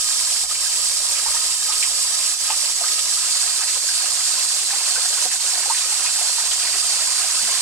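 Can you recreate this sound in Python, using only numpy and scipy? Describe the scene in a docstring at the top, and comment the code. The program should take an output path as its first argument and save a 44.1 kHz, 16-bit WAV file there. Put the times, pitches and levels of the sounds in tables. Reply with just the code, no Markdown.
"""A gushing, fizzing hiss: a tap runs into a deep utility sink to the right of the microphone,
in a cluttered workshop. The aerated jet spatters on the water, drives bubbles under and now and
then traps a big one that gulps. After three seconds the microphone shifts and the basin rings
differently. A plastic jug is handled and knocks softly; behind it all the room rumbles faintly."""
import sys
import numpy as np
from scipy import signal
from scipy.fft import rfft, irfft
from scipy.io import wavfile

SR = 44100
rng = np.random.default_rng(int(sys.argv[2]) if len(sys.argv) > 2 else 0)


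def put_to_file(sound):
    """Save the sound as 16-bit audio at rate SR, in the file named by the first command-line argument."""
    columns = np.atleast_2d(sound).T  # one column per channel
    safe = np.clip(columns, -1, 1)
    whole_steps = np.round(safe * 32767)
    wavfile.write(sys.argv[1], SR, whole_steps.astype(np.int16))


N = 335601
TIME = np.arange(N) / SR
FREQS = np.maximum(np.arange(N // 2 + 1) * SR / N, 1)
SHIFT_S, SHIFT_LASTS_S = 3.05, .3
SHIFTED = np.clip((TIME - SHIFT_S) / SHIFT_LASTS_S, 0, 1)   # microphone position: 0 first, 1 second


# the spray from each microphone position: (frequency [Hz], relative level [dB])
SPRAY_FIRST = [(1500, -33), (2800, -20), (3900, -9), (4400, -7.5), (5200, -6), (6600, -7.5), (7300, -4),
               (7900, -0.3), (9100, -5), (10400, -13), (12000, -20), (15500, -32)]
SPRAY_SECOND = [(1500, -36.5), (2800, -19), (3900, -8.5), (4400, -4.5), (5200, -6), (6500, -6), (7300, -3),
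                (8300, -3.5), (9000, -4.5), (10400, -13), (12000, -20.5), (15500, -34)]
# a bright ring in the spray: (time [s], level [dB])
SPRAY_RING = [(0, -34.5), (1.3, -33), (3.5, -34), (4.4, -32), (4.9, -38), (6.4, -37), (6.6, -30.5),
              (7.61, -33.5)]

def spray(hiss_db=-20, ring_hz=4805, ring_width_hz=105):
    """Tiny bubbles and droplets crackle over a smooth hiss; a narrow band rings above it."""
    fizz = swarm(per_s=7000, low_hz=1800, high_hz=15520, cycles=22.3, spread_db=2.5,
                 rise=.067, samples=160)
    smooth = from_db(4) * rng.standard_normal((2, N))
    combed = moving_echoes(fizz + smooth, echo_db=-11.5, sway_ms=.046, count=10)
    hiss = from_db(hiss_db + .57 * drift(23)) * in_basin(combed, SPRAY_FIRST, SPRAY_SECOND)
    band_db = -20 * np.log10(1 + ((FREQS - ring_hz) / ring_width_hz) ** 2)
    ring = colour(rng.standard_normal((2, N)), band_db)
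    return hiss + from_db(in_time(SPRAY_RING)) * ring


# bubbling down in the sink, from either position: (frequency [Hz], relative level [dB])
POOL_SPECTRUM = [(130, -35), (260, -17.5), (340, -9.5), (500, -9.5), (720, 0), (1100, -0.5), (1450, -1),
                 (2100, 0.5), (2800, 2.5), (4000, -2.5), (7000, -21.5)]

def pool(start_db=-35.8, db_per_s=.4549):
    """Air dragged under by the jet bubbles over the wash, louder as the water deepens."""
    bubbles = swarm(per_s=900, low_hz=306.3, high_hz=4487, cycles=40, spread_db=2,
                    rise=.27, samples=1536)
    wash = from_db(6) * rng.standard_normal((2, N))
    level_db = start_db + db_per_s * TIME + .82 * drift(9)
    return from_db(level_db) * in_basin(bubbles + wash, POOL_SPECTRUM, POOL_SPECTRUM)


# falters at the tap: (time [s], dip in the spray [dB])
SPUTTERS = [(.475, -6), (.56, -3.2), (1.59, -2), (2.38, -4), (2.745, -2.6), (3.805, -1.8), (4.65, -2.6),
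            (5.30, -1.5), (5.385, -4)]

def jet(half_width_s=.022, pool_db_per_db=1.6):
    """The unsteady jet drives spray and pool together; each falter costs the pool more."""
    dips_db = sum(db * np.exp(-((TIME - s) / half_width_s) ** 2) for s, db in SPUTTERS)
    flow_db = dips_db + .37 * drift(16)
    return from_db(flow_db) * spray() + from_db(pool_db_per_db * flow_db) * pool()


# big pockets of air under the jet: (time [s], starting pitch [Hz], relative level [dB])
GULPS = [(.658, 1600, -27.5), (1.259, 880, -21.5), (1.283, 1120, -26), (1.343, 920, -26),
         (1.690, 835, -27.5), (1.702, 1130, -26), (2.501, 845, -20), (2.522, 1120, -25.5),
         (2.810, 670, -23), (2.836, 1190, -23.5), (3.886, 1570, -25), (4.729, 770, -24),
         (4.958, 1450, -23.5), (5.533, 720, -28), (5.576, 670, -28), (5.658, 790, -27.5), (5.699, 874, -19),
         (5.708, 1000, -20), (6.046, 950, -26), (6.212, 694, -24.5), (6.381, 930, -25), (7.241, 710, -28)]

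def gulps(swell_s=.0028, note_db=2.3, splash_db=-9.7):
    """Trapped air rings with a rising note as the water splashes shut."""
    out, age = np.zeros((2, N)), TIME[:SR // 5]
    attack = 1 - np.exp(-age / swell_s)
    small_gulps = by_chance(per_s=2.5, hz=720, db=-33, octaves=1, spread_db=6)
    for s, hz, db in GULPS + small_gulps:
        note = from_db(note_db) * bubble(age, hz, t60=.052, rise=.27).imag
        splash = from_db(splash_db) * burst(age, 1.1 * hz, octaves=.64, t60=.11)
        add(out, s, from_db(db) * attack * (note + splash))
    return out


# the loudest slaps at the surface: (time [s], band centre [Hz], relative level [dB])
SLAPS = [(.545, 2700, -28), (1.164, 2500, -27), (1.721, 3250, -23), (1.825, 2590, -19.5),
         (2.500, 2950, -24), (2.987, 3160, -24), (3.625, 1980, -29), (5.741, 2100, -27), (5.779, 3400, -23),
         (6.058, 2390, -24.5), (6.511, 3200, -22.5)]

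def slaps(swell_s=.0028, gain_db=1):
    """Water lands on water: a short splash with no note."""
    out, age = np.zeros((2, N)), TIME[:SR // 5]
    attack = 1 - np.exp(-age / swell_s)
    small_slaps = by_chance(per_s=2.5, hz=2450, db=-31, octaves=.9, spread_db=5)
    for s, hz, db in SLAPS + small_slaps:
        add(out, s, from_db(db + gain_db) * attack * burst(age, hz, octaves=.58, t60=.095))
    return out


# knocks on the jug: (time [s], wall level [dB], hollow level [dB])
KNOCKS = [(4.732, -43, -56), (5.254, -29, -55), (7.425, -44, -47)]
# modes of its walls: (frequency [Hz], relative level [dB], t60 [s])
JUG_MODES = [(190, -21, 0.04), (347, -15, 0.065), (510, 0, 0.063), (640, -1, 0.047), (740, 4.5, .05),
             (1810, -1, .025)]

def jug(swell_s=.0011, hollow_hz=215, hollow_t60=.32, thud_db=-3):
    """A gloved hand thuds on the plastic walls; they ring briefly and the hollow inside hums on."""
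    out, age = np.zeros((2, N)), TIME[:SR // 4]
    attack = 1 - np.exp(-age / swell_s)
    walls = sum(from_db(db - 60 * age / t60) * np.sin(2 * np.pi * hz * age) for hz, db, t60 in JUG_MODES)
    hollow = from_db(-60 * age / hollow_t60) * np.sin(2 * np.pi * hollow_hz * age)
    for s, walls_db, hollow_db in KNOCKS:
        thud = from_db(thud_db) * burst(age, 590, octaves=2.2, t60=.05)
        knock = from_db(walls_db) * (walls + thud) + from_db(hollow_db) * hollow
        add(out, s, attack * knock)
    return workshop(out, wet_db=-6, t60=.18)


# the workshop's room tone: (frequency [Hz], relative level [dB])
RUMBLE_SPECTRUM = [(15, -16), (25, -6), (42, 2), (60, 4), (72, -5), (92, -3.5), (140, -15.5), (215, -12.5),
                   (300, -23), (600, -47)]
# its slow rise and fall: (time [s], level [dB])
RUMBLE_LEVEL = [(0, -58.5), (1.4, -56.5), (2.3, -61), (3.9, -62), (4.6, -60), (5.2, -64), (5.7, -60.5),
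                (7.61, -58.5)]

def room_rumble():
    """A faint low rumble whose long waves reach both microphone ports alike."""
    level_db = in_time(RUMBLE_LEVEL) + 1.1 * drift(4)
    return from_db(level_db) * colour(rng.standard_normal(N), over_hz(RUMBLE_SPECTRUM))


# basin resonances: (frequency [Hz], width [Hz], boost at first position [dB], at second [dB])
BASIN_MODES = [(416, 22, 4, 2.5), (559, 31, 7, 3.5), (755, 47, 3.5, 3), (820, 36, -11, -7),
               (1060, 66, 5, 5.5), (1259, 49, 11.5, 6.5), (1493, 64, -3.5, 4.5), (1640, 79, 6, 3.5),
               (1875, 18, 6.5, 7), (2642, 63, 4.5, 6), (3094, 50, 6.5, 2), (4290, 62, 3.5, 4),
               (5530, 72, 6, 1), (7700, 200, 1.8, 1.5), (8270, 320, -4, 2.5)]

def in_basin(sound, first_spectrum, second_spectrum):
    """The basin's resonances colour the water, differently as the microphone shifts."""
    hz, width_hz, first_db, second_db = np.transpose(BASIN_MODES)
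    peaks = 1 / (1 + (2 * (FREQS[:, None] - hz) / width_hz) ** 2)
    before = colour(sound, over_hz(first_spectrum) + peaks @ first_db)
    after = colour(sound, over_hz(second_spectrum) + peaks @ second_db)
    return (1 - SHIFTED) * before + SHIFTED * after


def moving_echoes(x, echo_db, sway_ms, count):
    """Echoes off near surfaces wander in delay as the body moves: a slowly shifting comb."""
    out = x.copy()
    for k, ms in enumerate(np.geomspace(1.5, 14, count) * rng.uniform(.85, 1.15, count)):
        delay_s = (ms + sway_ms * drift(.3)) / 1000
        out[k % 2] += from_db(echo_db) * np.interp(TIME - delay_s, TIME, x[k % 2])
    return out


def workshop(x, wet_db, t60):
    """Reflections from the sink walls and the room, different on each path."""
    age = TIME[:SR // 2]
    tail = rng.standard_normal((2, len(age))) * from_db(-60 * age / t60) * (age > .002)
    tail /= np.sqrt(np.sum(tail ** 2, axis=1, keepdims=True))
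    return x + from_db(wet_db) * signal.fftconvolve(x, tail, axes=1)[:, :N]


# the microphone's two ports: (frequency [Hz], likeness [0-1], left lag [rad])
PORTS = [(200, .997, 0), (700, .98, .02), (1200, .92, .2), (2000, .7, .35), (2700, .5, 1), (3300, .2, 1.7),
         (3900, .4, 3.2), (4800, .5, 4.3), (5600, .25, 5.5), (7900, .3, 6.2), (9000, .18, 5.5),
         (12000, .3, 5.4)]
# the left port is shaded from the sink: (frequency [Hz], left minus right [dB])
PORT_BALANCE = [(100, 0), (380, 0), (750, -1.3), (1200, -2.2), (2700, -3.5), (4500, -4.1), (6400, -4.5),
                (9800, -3.4), (15000, -3)]

def microphone(paths, turn_db=-.25):
    """Both ports hear the same bass; in the treble the left one is later, shaded and less alike."""
    right, unrelated = rfft(paths)
    alike = np.clip(over_hz(PORTS), 0, 1)
    lag = np.exp(-1j * over_hz(PORTS, column=2))
    left = alike * right * lag + np.sqrt(1 - alike ** 2) * unrelated
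    shade = from_db(over_hz(PORT_BALANCE) / 2)
    turn = from_db(turn_db * SHIFTED * np.array([[.5], [-.5]]))   # it turns a little to the left
    return turn * irfft(np.array([left * shade, right / shade]), N)


def bubble(age, hz, t60, rise):
    """A bubble rings and dies; nearing the surface, its pitch climbs by the share `rise` per t60."""
    life = age / t60
    return from_db(-60 * life) * np.exp(2j * np.pi * hz * age * (1 + rise * life / 2))


def swarm(per_s, low_hz, high_hz, cycles, spread_db, rise, samples):
    """Random bubbles, equal in power per Hz, heard along two paths of unrelated phase."""
    when, pitch, strength, phase, length = rng.random((int(per_s * N / SR), 5)).T[:, :, None]
    hz = low_hz + (high_hz - low_hz) * pitch
    height = np.sqrt(hz) * from_db(spread_db * np.minimum(-np.log(1 - strength), 4))
    t60 = cycles * (.5 + length) / hz
    rings = height * bubble(np.arange(samples) / SR, hz, t60, rise)
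    at = ((when * N).astype(int) + np.arange(samples)).ravel()
    paths = rings.imag, (rings * np.exp(2j * np.pi * phase)).imag
    return rms_one(np.array([np.bincount(at, path.ravel(), N)[:N] for path in paths]))


def burst(age, hz, octaves, t60):
    """A dying puff of noise around a pitch, different on each path."""
    edges = np.clip(hz * 2 ** (np.array([-.5, .5]) * octaves), 20, SR / 3)
    band = signal.butter(2, edges, "band", fs=SR, output="sos")
    noise = signal.sosfilt(band, rng.standard_normal((2, len(age))))
    return rms_one(noise) * from_db(-60 * age / t60)


def by_chance(per_s, hz, db, octaves, spread_db):
    """Small events, ever more frequent as the sink fills: (time [s], pitch [Hz], level [dB])."""
    when, pitch, strength = rng.random((int(per_s * N / SR), 3)).T
    times = np.cbrt(when) * TIME[-1]
    return list(zip(times, hz * 2 ** (octaves * (pitch - .5)), db + spread_db * (strength - .5)))


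def drift(rate_hz):
    """A slow random wander with spread 1."""
    return colour(rng.standard_normal(N), -20 * np.log10(1 + (FREQS / rate_hz) ** 2))


def colour(x, gain_db):
    """Give a steady sound a spectrum; rms 1."""
    return rms_one(irfft(rfft(x) * from_db(gain_db), N))


def over_hz(rows, column=1):
    """One column of a table, joined on a log-frequency axis."""
    rows = np.array(rows)
    return np.interp(np.log(FREQS), np.log(rows[:, 0]), rows[:, column])


def in_time(rows):
    """A control curve at every sample."""
    return np.interp(TIME, *np.transpose(rows))


def from_db(db):
    """Decibels to gain."""
    return 10 ** (np.asarray(db) / 20)


def rms_one(x):
    """Scale to unit power."""
    return x / np.sqrt(np.mean(x ** 2) + 1e-20)


def add(out, s, sound):
    """Mix a sound in at a time."""
    part = out[:, int(s * SR):][:, :sound.shape[-1]]
    part += sound[:, :part.shape[1]]


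def scene():
    """Sink and jug stand to the right of the microphone, with the room tone all around."""
    water = jet() + workshop(gulps() + slaps(), wet_db=-6, t60=.077)
    return microphone(water + jug()) + room_rumble()


def record(dry, cutoff_hz=15700):
    """The top of the treble is cut steeply."""
    return signal.sosfilt(signal.ellip(12, .1, 90, cutoff_hz, fs=SR, output="sos"), dry)


dry = scene()
out = record(dry)
put_to_file(out)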